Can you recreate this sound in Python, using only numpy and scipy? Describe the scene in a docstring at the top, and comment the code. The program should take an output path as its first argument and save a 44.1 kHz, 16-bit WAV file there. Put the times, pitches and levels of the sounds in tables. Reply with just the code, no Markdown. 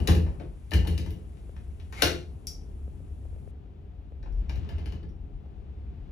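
"""A hand rattles the lever handle of a thin door in a small hard-walled cabin, then turns the thumb-turn lock.
The bolt slides and lands hard at 2 s, a small metal part pings at 2.5 s, fingers tap the microphone housing;
from 4.2 s lock and lever move again, softer. Contacts are noise bursts that ring the metal; soft filtered
clicks ring the door leaf; all but its lowest boom die in the room. Low rumble, drone and hiss, all filtered
noise, lie below."""
import sys
import numpy as np
from scipy import signal
from scipy.fft import rfft, irfft, next_fast_len
from scipy.io import wavfile

SR = 44100
rng = np.random.default_rng(int(sys.argv[2]) if len(sys.argv) > 2 else 0)


def output_pcm(signal):
    """Save a mono or channel-first signal as 16-bit PCM at the path in sys.argv[1].

    Samples are clipped to [-1, 1] before scaling.
    """
    pcm = np.clip(np.atleast_2d(signal).T, -1, 1) * 32767
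    wavfile.write(sys.argv[1], SR, np.round(pcm).astype(np.int16))


N = 269670
SIZE = next_fast_len(N + SR)
FREQS = np.arange(SIZE // 2 + 1) * SR / SIZE

# Colour of a contact by band. Each row: low edge in Hz, high edge in Hz, lever gain in dB, lock gain in dB.
CONTACT_BANDS = [(515, 1042, 8.5, 7), (1200, 2410, 3, 4.5), (2320, 4580, 8, 4), (4280, 6320, -6, 0.5),
                 (7520, 22000, -7.5, -8.5)]


def amp(db):
    """dB to gain."""
    return 10 ** (np.asarray(db) / 20)


def rms_one(x):
    """Scale to rms 1."""
    return x / np.sqrt(np.mean(x ** 2) + 1e-20)


def in_time(rows):
    """Table columns as curves, one value a sample."""
    s, *columns = np.transpose(rows)
    return [np.interp(np.arange(N) / SR, s, c) for c in columns]


def at_hz(points):
    """A (Hz, value) table on the transform grid, log axis."""
    hz, value = np.transpose(points)
    return np.interp(np.log(FREQS + 1), np.log(hz), value)


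def band(x, low_hz, high_hz):
    """Causal band-pass."""
    sos = signal.butter(2, [low_hz, high_hz], "band", fs=SR, output="sos")
    return signal.sosfilt(sos, x + 1e-18)


def coloured(spectrum):
    """Two unrelated noises with this spectrum, jointly scaled to rms 1."""
    white = rng.standard_normal((2, SIZE))
    return rms_one(irfft(rfft(white) * amp(at_hz(spectrum)), SIZE)[:, :N])


def ring(x, modes):
    """Sum of decaying modes of alternating sign, t60 at least 10 ms; a unit click rings each at its level."""
    out = 0
    for k, (hz, db, t60_s) in enumerate(modes):
        r = amp(-60 / (max(t60_s, .01) * SR))
        w = 2 * np.pi * hz / SR
        gain = (-1) ** k * amp(db) * np.sin(w)
        out = out + signal.lfilter([0, gain], [1, -2 * r * np.cos(w), r * r], x + 1e-18)
    return out


def resonate(x, peaks):
    """Noise through parallel resonances, each with its gain at the peak."""
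    out = 0
    for hz, width_hz, db in peaks:
        r = np.exp(-np.pi * width_hz / SR)
        poles = [1, -2 * r * np.cos(2 * np.pi * hz / SR), r * r]
        out = out + amp(db) * signal.lfilter([(1 - r * r) / 2, 0, (r * r - 1) / 2], poles, x)
    return out


def clicks(times_s, db):
    """One impulse per event."""
    out = np.zeros(N)
    np.add.at(out, (np.maximum(times_s, 0) * SR).astype(int), amp(db))
    return out


def metal_contacts(table, colour_db, rattle_s, uneven_db):
    """Each contact is a decaying rattle of uneven micro-contacts, coloured by band and tilted in brightness."""
    pivot_hz, rise_s = 3000, .0012
    chatter_db, chatter_s = -18.5, 0.026   # loose parts chatter on after each contact
    s, contact_db, bright, _ = np.transpose(table)
    low, high = np.transpose(CONTACT_BANDS)[:2]
    octaves = np.log2(np.sqrt(low * high) / pivot_hz)
    t = np.arange(SR // 5) / SR
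    decay = np.exp(-t / rattle_s) + amp(chatter_db) * np.exp(-t / chatter_s)
    shape = (1 - np.exp(-t / rise_s)) * decay
    layers = np.zeros((5, N + len(t)))
    for at, db, tilt in zip((np.maximum(s, 0) * SR).astype(int), contact_db, bright):
        unevenness = np.repeat(rng.standard_normal(len(t) // 20), 20)   # new level every 20 samples
        burst = rng.standard_normal((5, len(t))) * amp(uneven_db * unevenness) * shape
        burst *= np.linalg.norm(shape) / np.linalg.norm(burst, axis=1, keepdims=True)   # even energy
        layers[:, at:at + len(t)] += amp(db + colour_db + tilt * octaves)[:, None] * burst
    return sum(band(x[:N], lo, hi) for x, lo, hi in zip(layers, low, high))


def door_leaf(table, thump_db, boom_db):
    """Soft pushes ring the leaf: thud, then thump, then boom, each later and lower in pitch."""
    # Each row: mode in Hz, level in dB, t60 in s.
    thud_modes = [(271, -4, 0.13), (324, 3, 0.055), (357.1, -4.5, 0.2), (428.3, 1.5, 0.047),
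                  (483.5, -6, 0.058), (508.6, -11.5, 0.17)]
    thump_modes = [(126.4, -5, 0.06), (164, 1.5, 0.29), (224.4, -3, 0.089)]
    boom_modes = [(62, -9, 0.7), (81.28, -2, 0.44), (112.9, -13, 0.25)]
    thud_db = -1
    s, _, _, push_db = np.transpose(table)
    late = s + .004      # the leaf answers after the metal
    thud = ring(band(clicks(late, push_db + thud_db), 200, 780), thud_modes)
    thump = ring(band(clicks(late + .006, push_db + thump_db), 90, 210), thump_modes)
    boom = ring(band(clicks(late + .012, push_db + boom_db), 30, 150), boom_modes)
    return thud + thump, boom


def lever_handle():
    """The lever on its stops: contacts ring the handle fittings, pushes ring the leaf; boom apart."""
    # Each row: start in s, contact level in dB, brightness in dB per octave, push on the leaf in dB.
    lever_hits = [(0.0, -41, -1.5, -45), (0.075, -43, 2, -22), (0.109, -35.5, 4, -37),
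                  (0.1494, -32.5, 2, -26.5), (0.2644, -48, -9.5, -48), (0.7084, -43, 4, -56),
                  (0.7153, -30.5, -4.5, -34.5), (0.7344, -23, 1, -28), (0.7798, -50, -8, -40),
                  (0.8475, -43.5, -6, -41.5), (0.8714, -30, 1, -32.5), (0.9772, -31.5, 1.5, -36),
                  (1.0604, -41.5, -1.5, -41), (1.1044, -43, 3.5, -42.5), (1.1494, -69, 3, -49.5),
                  (4.4074, -61.5, -1, -49), (4.4937, -37, -2.5, -45), (4.556, -43, -2, -59),
                  (4.6454, -52.5, -5, -64), (4.6897, -40, -2.5, -55), (4.7815, -44.5, -4, -45.5),
                  (4.8574, -39, -1.5, -43), (4.9212, -43.5, -2.5, -43.5), (5.029, -53, -4.5, -45)]
    # Each row: mode in Hz, level in dB, t60 in s.
    lever_modes = [(1623, -9, 0.049), (1720, 0.5, 0.028), (2100, -22.5, 0.015), (2304, -16.5, 0.0084),
                   (2840, 14, 0.0083), (2822, 9, 0.017), (2970, -9, 0.0077), (2790, 0.5, 0.013),
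                   (3180, -5, 0.027), (3580, -19, 0.032), (4860, -24.5, 0.018)]
    colour_db = np.transpose(CONTACT_BANDS)[2]
    contact = metal_contacts(lever_hits, colour_db, rattle_s=0.0035, uneven_db=5.5)
    thud, boom = door_leaf(lever_hits, thump_db=2.5, boom_db=12.5)
    return contact + amp(-31) * ring(contact, lever_modes) + thud, boom


def lock_parts():
    """Latch and lock parts: shorter rattles ring the lock metal, pushes ring the leaf; boom apart."""
    # Each row: start in s, contact level in dB, brightness in dB per octave, push on the leaf in dB.
    lock_hits = [(0.0732, -16, 2, -32.5), (0.0844, -27, -9, -43), (0.398, -43, -9, -36.5),
                 (1.3697, -54, -3.5, -55.5), (1.5638, -45.5, -4.5, -56.5), (1.7977, -44.5, -3, -60),
                 (1.9242, -33.5, -2, -49), (2.0201, -5, 1, -20), (2.0294, -18, -2.5, -36),
                 (2.0691, -23.5, -4, -48), (2.104, -30.5, -1, -29), (4.2274, -46.5, -6, -51),
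                 (4.2594, -53.5, -10, -57)]
    # Each row: mode in Hz, level in dB, t60 in s.
    lock_modes = [(856, -15.5, 0.033), (1157, -1.5, 0.025), (1600, -3.5, 0.038), (2090, -14.5, 0.044),
                  (2373, -7.5, 0.022), (2424, 8, .05), (2700, -14, 0.16), (3040, -2, 0.12),
                  (3100, -4, 0.045), (3650, -16, 0.041), (4460, -7.5, 0.038), (5170, -14.5, 0.057),
                  (5700, -5.5, 0.043)]
    colour_db = np.transpose(CONTACT_BANDS)[3]
    contact = metal_contacts(lock_hits, colour_db, rattle_s=0.0026, uneven_db=3.5)
    thud, boom = door_leaf(lock_hits, thump_db=-12, boom_db=-4.5)
    return contact + amp(-54) * ring(contact, lock_modes) + thud, boom


def bolt_slide():
    """Friction noise through the lock-case resonances while the bolt travels."""
    # Each row: time in s, level in dB.
    slide_level = [(1.93, -49), (1.96, -50), (1.985, -43.5), (2.017, -41)]
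    # Lock-case resonances. Each row: centre in Hz, width in Hz, gain in dB.
    case_peaks = [(850, 90, -4), (1280, 150, -3), (1700, 600, -14), (2090, 140, 0), (3000, 900, -20),
                  (3750, 100, -14)]
    t = np.arange(N) / SR
    moving = (t > slide_level[0][0]) & (t < slide_level[-1][0])
    friction = rms_one(resonate(rng.standard_normal(N), case_peaks))
    return moving * amp(in_time(slide_level)[0]) * friction


def pings():
    """Small metal part let go: a click and brief rattle ring close modes, over a sharp tick and a knock."""
    # Each row: start in s, ring drive in dB, tick in dB, knock in dB.
    releases = [(2.4708, -26.5, -11.5, -23), (4.3246, -70, -48, -45.5), (4.384, -70, -53, -46),
                (5.091, -68.5, -50, -34)]
    # Each row: mode in Hz, level in dB, t60 in s.
    part_modes = [(4600, -9, 0.012), (5135, -6, .02), (5430, -2.5, 0.033), (5513, 8, 0.0089),
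                  (5667, -1, 0.032), (5800, -7.5, .02), (6500, -14, .01)]
    rattle_s, rattle_db = 0.0035, -24.5
    s, ring_db, tick_db, knock_db = np.transpose(releases)
    tick = band(clicks(s, tick_db), 4870, 15000)
    knock = band(clicks(s, knock_db), 300, 2700)
    strike = clicks(s, ring_db)
    fade = np.exp(-np.arange(SR // 20) / SR / rattle_s)
    rattle = np.convolve(strike, fade)[:N] * rng.standard_normal(N)
    return ring(strike + amp(rattle_db) * rattle, part_modes) + tick + knock


def taps():
    """Fingers on the microphone housing: dull pops of one heavily damped mode."""
    # Each row: time in s, level in dB.
    finger_taps = [(1.494, -33), (2.879, -35), (3.004, -37.5), (3.254, -36), (3.329, -40), (3.363, -37),
                   (3.383, -43.5), (3.476, -34), (4.122, -37), (5.461, -39.5)]
    housing_hz, t60_s = 480, .01
    return ring(clicks(*np.transpose(finger_taps)), [(housing_hz, 0, t60_s)])


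def room(x):
    """Two diffuse tails of octave-band noise, each band with its own decay; the first adds the direct sound."""
    # Each row: frequency in Hz, t60 in s.
    room_decay = [(100, 0.37), (400, .35), (1500, 0.32), (5000, 0.32), (10000, 0.26), (16000, .12)]
    room_db, build_up_s = -1, 0.0013
    t = np.arange(SR * 3 // 4) / SR
    hz, t60_s = np.transpose(room_decay)
    tail = 0
    for centre in 90 * 2 ** np.arange(8):
        dying = amp(-60 * t / np.interp(np.log(centre), np.log(hz), t60_s))
        noise = rng.standard_normal((2, len(t)))
        tail = tail + band(noise, centre / np.sqrt(2), centre * np.sqrt(2)) * dying
    tail = tail * (1 - np.exp(-t / build_up_s))
    tail = amp(room_db) * tail / np.sqrt(np.sum(tail ** 2, axis=1, keepdims=True))
    tail[1] *= np.sqrt(1 + amp(-2 * room_db))      # matches direct plus tail power of the first
    tail[0, 0] += 1
    return irfft(rfft(x, SIZE) * rfft(tail, SIZE), SIZE)[:, :N]


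def rumble():
    """Low rumble in two noise bands; the upper swells with the early door blows as the leaf resonates."""
    # Each row: time in s, 34-55 Hz level in dB, 55.7-81.5 Hz level in dB.
    rumble_levels = [(0.0, -59, -14.5), (0.1, -27, -52), (0.17, -46, -23), (0.54, -41.5, -45.5),
                     (0.73, -55, -34.5), (0.76, -55, -19), (1.26, -47, -39.5), (2.38, -47, -38),
                     (2.53, -40.5, -43.5), (3.44, -48.5, -34.5), (3.66, -51, -46), (4.12, -49.5, -40),
                     (4.36, -28, -40.5), (4.58, -47, -26), (5.39, -38.5, -47.5), (5.46, -46.5, -46),
                     (5.7, -45.5, -35.5), (6.11, -42.5, -45.5)]
    deep_db, low_db = in_time(rumble_levels)
    white = rng.standard_normal((2, 2, N))
    deep = amp(deep_db) * rms_one(band(white[0], 34, 55))
    low = amp(low_db) * rms_one(band(white[1], 55.7, 81.5))
    return deep + low


def drone_and_hiss():
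    """Drone and hiss beds; their swells stand for leaf shudder and loose rattle around the door blows."""
    # Each row: time in s, drone level in dB, hiss level in dB.
    bed_levels = [(0.0, -32.5, -56.5), (0.47, -47.5, -67), (0.76, -57.5, -63.5), (0.92, -42.5, -56),
                  (1.14, -49.5, -65), (1.89, -52, -65.5), (2.09, -42, -52), (2.26, -49, -66.5),
                  (4.22, -52, -68), (4.7, -44, -54.5), (5.1, -50, -68), (6.11, -49.5, -64)]
    # Noise spectra before scaling to rms 1. Each row: frequency in Hz, relative density in dB per Hz.
    drone_spectrum = [(59, -30), (100, -15.5), (124, -2), (169, -7.5), (266, -11.5), (329, -13.5),
                      (399, -20.5), (490, -28.5), (785, -24.5), (952, -30.5), (1300, -39), (1690, -50),
                      (2860, -120)]
    hiss_spectrum = [(800, 2), (1200, 1), (1800, -1.5), (2800, -1.5), (3500, -4), (4300, -8.5),
                     (6000, -11.5), (8500, -3.5), (11000, -13), (13000, -19.5), (16000, -18)]
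    # Each row: centre in Hz, width in Hz, relative gain in dB.
    drone_peaks = [(160.7, 18, -7), (402, 34, -11), (708, 5.2, -16)]
    bright_until_s, dull_hz = 3.51, 4640   # the top of the hiss drops away from here on
    drone_db, hiss_db = in_time(bed_levels)
    tones = rms_one(band(resonate(rng.standard_normal((2, N)), drone_peaks), 80, 1000))
    drone = coloured(drone_spectrum) + amp(-7.5) * tones
    hiss = coloured(hiss_spectrum)
    dull = signal.sosfilt(signal.butter(3, dull_hz, fs=SR, output="sos"), hiss)
    hiss = np.where(np.arange(N) / SR < bright_until_s, hiss, dull)
    return amp(drone_db) * drone + amp(hiss_db) * hiss


def scene():
    """Left-port sound and a further share for the right; lever, lock and pings get rooms of their own."""
    lever, lever_boom = lever_handle()
    lock, lock_boom = lock_parts()
    struck = room(lever) + room(lock + bolt_slide()) + room(pings())
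    roomless = (lever_boom + lock_boom + taps()) * [[1], [.8]]
    return struck + roomless + rumble() + drone_and_hiss()


def record(dry):
    """The right port hears the left sound rescaled and phase-shifted, plus its own share; the top is cut."""
    # How alike the two ports hear. Each row: frequency in Hz, likeness 0-1.
    likeness = [(25, .8), (60, .9), (125, .86), (250, .8), (500, .5), (2000, .5), (4000, .6), (7000, .8),
                (8200, .95), (16000, .95)]
    # Each row: frequency in Hz, left over right in dB.
    left_over_right = [(60, 2.5), (110, 3), (200, 6), (380, 3.5), (700, 3), (1290, 7), (2380, 5.5),
                       (4400, 7), (7000, 3), (8300, 0), (16000, 0)]
    # Each row: frequency in Hz, phase lead of the left port in radians.
    left_leads = [(0, 0), (520, .4), (1210, 4.9), (3100, 8.1), (5250, 7.3), (5600, 6.4), (8100, 3.4),
                  (8870, 2.9), (10500, 0), (11900, -.4), (12500, -2.6), (14300, -3.7), (15400, -6.3),
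                  (16100, -6)]
    cutoff_hz, self_noise_db = 16450, -87   # microphone hiss level ahead of the cut
    left, other = rfft(dry, SIZE)
    alike = np.clip(at_hz(likeness), 0, 1)
    lead = np.interp(FREQS, *np.transpose(left_leads))
    mixed = alike * left + np.sqrt(1 - alike ** 2) * other
    right = mixed * amp(-at_hz(left_over_right)) * np.exp(-1j * lead)
    both = irfft(np.array([left, right]), SIZE)[:, :N]
    both = both + amp(self_noise_db) * rng.standard_normal((2, N))
    return signal.sosfilt(signal.cheby2(12, 70, cutoff_hz, fs=SR, output="sos"), both)


dry = scene()
out = record(dry)
output_pcm(out)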